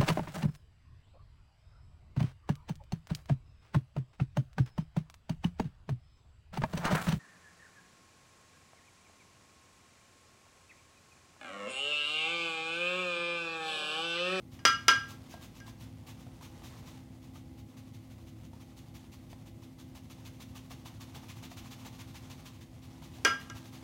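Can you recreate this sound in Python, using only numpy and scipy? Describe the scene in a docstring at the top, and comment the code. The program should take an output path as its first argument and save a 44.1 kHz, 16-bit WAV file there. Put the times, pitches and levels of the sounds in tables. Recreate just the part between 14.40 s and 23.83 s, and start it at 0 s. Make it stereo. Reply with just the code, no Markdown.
"""Two bright clinks of a handle on a ceramic mug, then a shaving brush whipping lather in a tiled bathroom.
Friction of wet bristles on the wall makes a swish: loose sweeps, then about six turns a second, then
sweeps again. Foam fizzes, and bursting air pockets ring as short bubble notes. Each impact of the handle
excites the mug's modes, clearly once more near the end. A ventilation fan hums steadily behind it all."""
import sys
import numpy as np
from scipy import signal
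from scipy.fft import rfft, irfft, next_fast_len
from scipy.io import wavfile
from scipy.ndimage import map_coordinates

SR = 44100
rng = np.random.default_rng(int(sys.argv[2]) if len(sys.argv) > 2 else 0)


def file_out(sig):
    """Save sig as 16-bit WAV at sys.argv[1]."""
    # one column per channel
    cols = np.atleast_2d(sig).T
    # limit, then scale
    lim = np.clip(cols, -1, 1)
    pcm = np.round(lim * 32767).astype(np.int16)
    wavfile.write(sys.argv[1], SR, pcm)


N = 415863

# normal modes of the mug: pitch_hz, relative_db, base_t60_s, left_right_db, left_right_phase_rad
MUG_MODES = [(1028, -27, .1, -2, 3), (1206, -16, .1, -6, -2.6), (1350, 0, .16, -1, 2.7),
             (1611, -8, .31, 1, .7), (1921, -26, .07, -3, -.9), (2153, -25, .07, 7, .6),
             (2388, -23, .07, 9, -1.7), (2865, -13, .05, 7, -2.5), (2900, -14, .14, 6, -1.7),
             (3270, -11, .1, -3, 2.3), (4400, -29, .08, 1, 2.6), (4940, -15, .06, -5, -1.2),
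             (4968, -15, .2, -2, .2), (5870, -25, .05, 8, 2.6), (6050, -25, .1, 7, -1),
             (6790, -30, .09, -3, -2.1), (7930, -33, .09, 1, .5), (9060, -32, .07, 0, 2.2),
             (10785, -38, .07, 3, 2), (11400, -38, .07, 1, .8)]


def brush():
    """Friction noise: bristles swish on the wall and push lather ahead; overlapping strokes add in power."""
    # spectra of rubbing bristles, squeezed lather and fizzing foam: frequency_hz, relative_db
    bristle_spectrum = [(400, -35), (900, -4.5), (1250, -6), (1650, -4.5), (2400, 0), (3600, -0.5),
                        (5000, -5), (6300, -3.5), (8500, -12), (15500, -12.5)]
    squelch_spectrum = [(250, -32), (480, -6), (750, -2), (1150, 2.5), (1600, -21), (3000, -20)]
    foam_spectrum = [(240, -37.5), (400, -10.5), (957, -5.5), (1070, -6), (1510, -13.5), (3210, -13.5),
                     (3620, -14.5), (6380, -18.5), (15500, -30.5)]
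    # fizz of the foam round the brush: time_s, level_db
    fizz_levels = [(0.1, -66), (0.6, -58), (1.2, -63.5), (2.3, -58), (3.1, -67), (5.2, -66), (7.1, -62.5),
                   (7.9, -60.5), (8.35, -65), (8.85, -57.5), (9.43, -60)]
    t = np.arange(N) / SR
    lag = np.arange(-(SR // 10), SR // 10) / SR  # seconds from the middle of a stroke
    swish_power, squelch_power = np.zeros((1, N)), np.zeros((1, N))
    for s, swish_db, half_s, squelch_db in brush_strokes():
        contact = (1 + np.tanh((lag + 0.95 * half_s) / .002)) / 2  # the bristles land abruptly
        rub = np.exp(-(lag / (0.81 * half_s)) ** 2) * (contact + 0.028)
        squeeze = np.exp(-(lag / (.7 * half_s)) ** 2)
        add(swish_power, s + lag[0] - .003, amp(swish_db) ** 2 * rub)
        add(squelch_power, s + lag[0] - .008, amp(squelch_db) ** 2 * squeeze)
    swish = amp(0.5) * np.sqrt(swish_power) * thickened(froth(bristle_spectrum, grain_db=2.0))
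    squelch = amp(-2.5) * np.sqrt(squelch_power) * froth(squelch_spectrum, grain_db=5.5)
    fizz_db = np.interp(t, *np.transpose(fizz_levels)) - 0.5 + 2.1 * wobble(20)
    fizz = amp(fizz_db) * froth(foam_spectrum, grain_db=3)
    return room(swish + squelch + fizz, wet_db=-6.0)


def brush_strokes():
    """Intermittent contact: each touch of the wall as (middle_s, swish_db, half_length_s, squelch_db)."""
    # the back swing touches the wall more as the circles widen: time_s, db_over_forward_stroke
    back_contact = [(3.2, -7.5), (4.6, -14.5), (5.6, -10.5), (6.55, -14), (7.1, -5.5), (7.65, -8.5),
                    (8.1, -11)]
    # single slow sweeps before and after the whipping: middle_s, swish_db
    slow_sweeps = [(.143, -58), (.708, -51), (.921, -54), (1.039, -52.5), (1.175, -57), (1.288, -54.5),
                   (1.425, -55.5), (1.694, -52), (1.814, -60), (2.047, -52.5), (2.261, -51.5),
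                   (2.39, -59.5), (2.486, -54.5), (2.845, -62.5), (2.966, -57.5), (8.447, -57.5),
                   (8.65, -54.5), (8.761, -56), (9.021, -53.5), (9.175, -51.5), (9.268, -55.5),
                   (9.351, -52.5)]
    times, levels = whipping()
    back_times = times[:-1] + 0.55 * np.diff(times)  # just past half of each cycle
    back_levels = levels[:-1] + np.interp(back_times, *np.transpose(back_contact))
    whips = [(s, db, .019, db - 4) for s, db in zip(times, levels)]
    back_swings = [(s, db, .024, db - 1.5) for s, db in zip(back_times, back_levels)]
    sweeps = [(s, db, .026, db - 2) for s, db in slow_sweeps]
    return whips + back_swings + sweeps


def whipping():
    """Quasi-periodic drive: times and levels of forward strokes, faster and firmer as the lather builds."""
    # marks between which the strokes are evenly paced: time_s, strokes_done
    pace = [(3.196, 0), (3.388, 1), (4.387, 7), (4.915, 10), (5.569, 14), (6.624, 21), (7.611, 28),
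            (8.226, 32)]
    # force of the whipping: time_s, swish_db
    effort = [(3.2, -59), (3.39, -57), (3.6, -59.5), (4.06, -60.5), (4.5, -53.5), (5.2, -59), (5.42, -55),
              (6.03, -49.5), (7.2, -47.5), (8.07, -49.5), (8.23, -57)]
    mark_times, strokes_done = np.transpose(pace)
    times = np.interp(np.arange(strokes_done[-1] + 1), strokes_done, mark_times)
    return times, np.interp(times, *np.transpose(effort))


def froth(spectrum, grain_db):
    """Fast random amplitude modulation breaks noise into the tiny pops of bristles and bubbles."""
    return coloured(diffuse_noise(N) * amp(grain_db * wobble(900)), spectrum)


def thickened(swish, start_s=5.5, end_s=6.8, corner_hz=7000, shelf_db=-2):
    """Absorption: as the lather thickens it takes the top off the swish."""
    thickness = np.interp(np.arange(N) / SR, [start_s, end_s], [0, 1])
    treble = filtered(swish, lambda hz: 1 - 1 / (1 + (hz / corner_hz) ** 4))
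    return swish + (amp(shelf_db * thickness) - 1) * treble


def clinks():
    """Impact of hard handle on glaze: a crack, a tick of the handle and the free vibration of the mug."""
    # strikes on the mug: start_s, low_modes_db, rim_mode_db, overtones_db, crack_db, ring_length_factor,
    # tick_db, bite_db
    strikes = [(.191, -62, -53, -57, -57, 0.91, -78, 0), (.2520, -11.5, -16.5, -15, -17, 0.89, -41, 3),
               (.4820, -11.5, -12, -16.5, -17.5, 0.64, -29, 3.5),
               (.925, -65, -48.5, -56, -61, 0.92, -69.5, 0), (1.202, -65, -46, -57.5, -54.5, 0.86, -57, -2),
               (8.8490, -19, -17, -22, -19.5, 0.79, -34, -3.5),
               (9.0997, -46, -43, -50, -45.5, 0.55, -50, -3)]
    out, t = np.zeros((2, N)), np.arange(SR * 3 // 4) / SR
    for s, low_db, rim_db, high_db, crack_db, length_factor, tick_db, bite_db in strikes:
        crack = amp(crack_db - 2.5) * amp([[.5], [-.5]]) * contact_crack(t, bite_db)
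        handle_mode = np.tile(np.sin(2 * np.pi * 5900 * t) * decay(t, 0.0046), (2, 1))
        tick = amp(tick_db) * amp([[-6], [-14]]) * equal_energy(room(handle_mode, wet_db=-14.0))
        ring = amp(-3.0) * mug_ring(t, low_db, rim_db, high_db, length_factor)
        add(out, s, ring + crack + tick)
    return out


def mug_ring(t, low_db, rim_db, high_db, length_factor):
    """Modal superposition: the contact point sets the balance of the modes and the grip their damping."""
    ring, sides = np.zeros((2, len(t))), np.array([[.5], [-.5]])
    balance = [(1400, low_db), (1550, rim_db), (1680, rim_db), (1850, high_db)]  # frequency_hz, gain_db
    for hz, db, t60, pan_db, phase in MUG_MODES:
        mode = np.exp(2j * np.pi * (hz * t + rng.random())) * decay(t, t60 * length_factor)
        mode *= 1 - np.exp(-t * hz / 7)  # each mode swells over its first cycles
        stereo = room(mode[None], wet_db=0.0)
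        stereo = stereo + stereo[::-1] / (1 + (hz / 1600) ** 2)  # long waves reach both sides alike
        pressure = (stereo * np.exp(1j * sides * phase)).imag
        ring += amp(db + along(balance, hz) + sides * pan_db) * equal_energy(pressure)
    return ring


def contact_crack(t, bite_db):
    """Scattering: a broadband snap spreads between sink and walls and leaves a duller tail."""
    # spectrum of the impact: frequency_hz, relative_db
    crack_spectrum = [(120, -29.5), (240, -5), (450, -4.5), (750, -9), (1250, 2), (1900, -1.5),
                      (2800, -5.5), (3700, -6), (4600, -15.5), (5600, -7), (7500, -21), (11000, -27),
                      (16000, -27)]
    noise = coloured(diffuse_noise(len(t)), crack_spectrum)
    bright = filtered(noise, lambda hz: mug_response(hz) * bite(hz, bite_db))
    dull = filtered(bright, lambda hz: 1 / np.sqrt(1 + (hz / 5000) ** 4))  # the walls absorb the top
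    snap = np.exp(-(t / .0035) ** 2)
    early = bright * (snap + amp(-5) * decay(t, 0.17))
    late = dull * amp(-15) * decay(t, 0.47)
    return equal_energy(early + late)


def mug_response(hz):
    """Resonance: a hump around each of the mug's modes colours even the first crack."""
    return .5 + sum(1 / (1 + ((hz - mode_hz) / (.018 * mode_hz)) ** 2) for mode_hz, *_ in MUG_MODES)


def bite(hz, bite_db, edge_hz=4440, half_width_octaves=.55, body_hz=850):
    """Contact stiffness: a hard touch gives a sharp, thin crack, a cushioned one a dull, full crack."""
    edge = np.exp(-(np.log2((hz + 1) / edge_hz) / half_width_octaves) ** 2)
    body = 1 / (1 + (hz / body_hz) ** 4)
    return amp(bite_db * (edge - .75 * body))


def pops():
    """Bubble resonance: air breaking out of the foam gives a damped, rising note with a wet smack."""
    # large air pockets bursting in the lather: start_s, level_db, pitch_hz
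    large_pops = [(0.94, -40.5, 640), (1.278, -45, 920), (1.866, -49, 676), (2.01, -45, 920),
                  (2.219, -47.5, 765), (2.957, -48, 1130), (4.132, -48, 834), (4.929, -45, 783),
                  (6.307, -46.5, 649), (6.458, -42, 947), (6.833, -48, 733), (7.115, -44, 654),
                  (7.259, -47, 1030), (7.995, -50, 800), (8.623, -49.5, 982)]
    # spectrum of the wet smack: frequency_hz, relative_db
    smack_spectrum = [(350, -22), (700, 2), (1200, -5.5), (2800, -14), (4000, -14), (12000, -27.5)]
    out, t = np.zeros((1, N)), np.arange(SR // 20) / SR
    for s, db, hz in large_pops + stroke_pops():
        bubble = np.sin(2 * np.pi * hz * (t + 8 * t ** 2)) * decay(t, 0.031)
        smack = .7 * coloured(rng.standard_normal(len(t)), smack_spectrum) * decay(t, 0.033)
        attack = 1 - np.exp(-t / 0.0009)
        add(out, s, amp(db) * (bubble + smack) * attack)
    return room(out, wet_db=-4.5)


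def stroke_pops(chance=.62, lead_s=.018, median_hz=1028, log_spread=.18):
    """Rupture: some strokes burst a bubble on landing, louder if firmer: (start_s, level_db, pitch_hz)."""
    times, levels = whipping()
    bursts = rng.random(len(times)) < chance
    pitches = median_hz * np.exp(log_spread * rng.standard_normal(len(times)))
    return list(np.transpose([times - lead_s, levels - 1, pitches])[bursts])


def fan():
    """Broadband and tonal fan noise: duct rumble, a faint rush of air and slightly unsteady motor tones."""
    # spectra of the duct and of the moving air: frequency_hz, relative_db
    rumble_spectrum = [(12, -49), (20, -21.5), (22, -29), (32, -29.5), (40, -17), (53, -4.5), (113, 2),
                       (177, -4), (193, -8.5), (262, -5.5), (276, -10.5), (287, -39.5), (326, -7.5),
                       (360, -28.5), (420, -33.5), (550, -59.5), (920, -120)]
    rush_spectrum = [(190, -29.5), (330, 3), (388, -10), (750, -11.5), (826, -24), (1090, -35.5),
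                     (1300, -25.5), (1730, -31.5), (2000, -16), (2810, -27), (15500, -31)]
    # motor tones: pitch_hz, level_db
    motor_tones = [(107.7, -59), (220.7, -64.5), (258.4, -58.5), (328.4, -69.5), (516.8, -76.5),
                   (818.3, -77.5)]
    t = np.arange(N) / SR
    rumble = amp(-51.5) * coloured(diffuse_noise(N), rumble_spectrum)
    rush = amp(-62.5) * coloured(diffuse_noise(N), rush_spectrum)
    hum = np.zeros(N)
    for hz, db in motor_tones:
        peak = np.sqrt(2) * amp(db + 0.5 + 1.5 * wobble(2.9))
        hum += peak * np.sin(2 * np.pi * hz * t + .5 * wobble(6.6))
    return (rumble + hum) * amp([[.9], [-.9]]) + rush


def room(x, wet_db):
    """Reverberation: the tiled walls add a diffuse tail to x that lasts longest in the bass."""
    # reverberation time of the tiled room: frequency_hz, t60_s
    reverb_times = [(200, 0.46), (1400, 0.35), (5000, 0.3), (8000, 0.29), (12000, 0.3)]
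    hz, t, bands = signal.stft(diffuse_noise(SR // 2), SR, nperseg=256)
    tail = signal.istft(bands * decay(t, along(reverb_times, hz)[:, None]), SR, nperseg=256)[1]
    tail *= 1 - np.exp(-np.arange(tail.shape[1]) / SR / 0.0016)  # the reflections build up
    reflections = signal.fftconvolve(x, tail / np.linalg.norm(tail[0]), axes=1)
    return x + amp(wet_db) * reflections[:, :x.shape[1]]


def diffuse_noise(size):
    """Spatial coherence: noise in a diffuse field is alike at two nearby points only in the bass."""
    # likeness of left and right: frequency_hz, coherence
    coherence = [(60, 1), (130, 0.94), (260, 0.49), (500, 0.69), (1100, -.2), (2500, -0.16),
                 (12000, -0.0085)]

    def mid_side_gains(hz):
        angle = np.arccos(np.clip(along(coherence, hz), -1, 1)) / 2
        return np.array([np.cos(angle), np.sin(angle)])

    mid, side = filtered(rng.standard_normal((2, size)), mid_side_gains)
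    return np.array([mid + side, mid - side])


def amp(db):
    """Decibels as an amplitude ratio."""
    return 10 ** (np.asarray(db) / 20)


def decay(t, t60_s):
    """Exponential damping, 60 dB in t60_s."""
    return amp(-60 * t / t60_s)


def unit_rms(x):
    """Each channel at rms 1."""
    return x / np.sqrt(np.mean(x ** 2, axis=-1, keepdims=True) + 1e-20)


def equal_energy(x):
    """Each channel with the energy of 50 ms at rms 1."""
    return unit_rms(x) * np.sqrt(SR / 20 / x.shape[-1])


def along(points, hz):
    """Interpolation of (frequency_hz, value) points on a log frequency axis."""
    frequencies, values = np.transpose(points)
    return np.interp(np.log(hz + 1), np.log(frequencies + 1), values)


def wobble(rate):
    """A smooth random curve, rate knots a second."""
    knots = rng.standard_normal(int(N * rate / SR) + 4)
    return map_coordinates(knots, [np.arange(N) * rate / SR])


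def filtered(x, response):
    """Linear filtering: the spectrum of x times response(hz)."""
    size = x.shape[-1]
    padded = next_fast_len(size + 8192)
    return irfft(rfft(x, padded) * response(np.fft.rfftfreq(padded, 1 / SR)), padded)[..., :size]


def coloured(x, spectrum):
    """x shaped by a spectrum, at rms 1."""
    return unit_rms(filtered(x, lambda hz: amp(along(spectrum, hz))))


def add(track, start_s, x):
    """Superposition: mix x into the track from start_s."""
    part = track[:, max(0, round(start_s * SR)):][:, :x.shape[-1]]
    part += x[..., :part.shape[-1]]


def scene():
    """Sound pressures add: mug, brush and lather close by, the fan behind them."""
    return clinks() + brush() + pops() + fan()


def record(dry, top_hz=15850):
    """Band limiting: nothing above top_hz is heard."""
    return filtered(dry, lambda hz: hz < top_hz)


dry = scene()
out = record(dry)
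file_out(out)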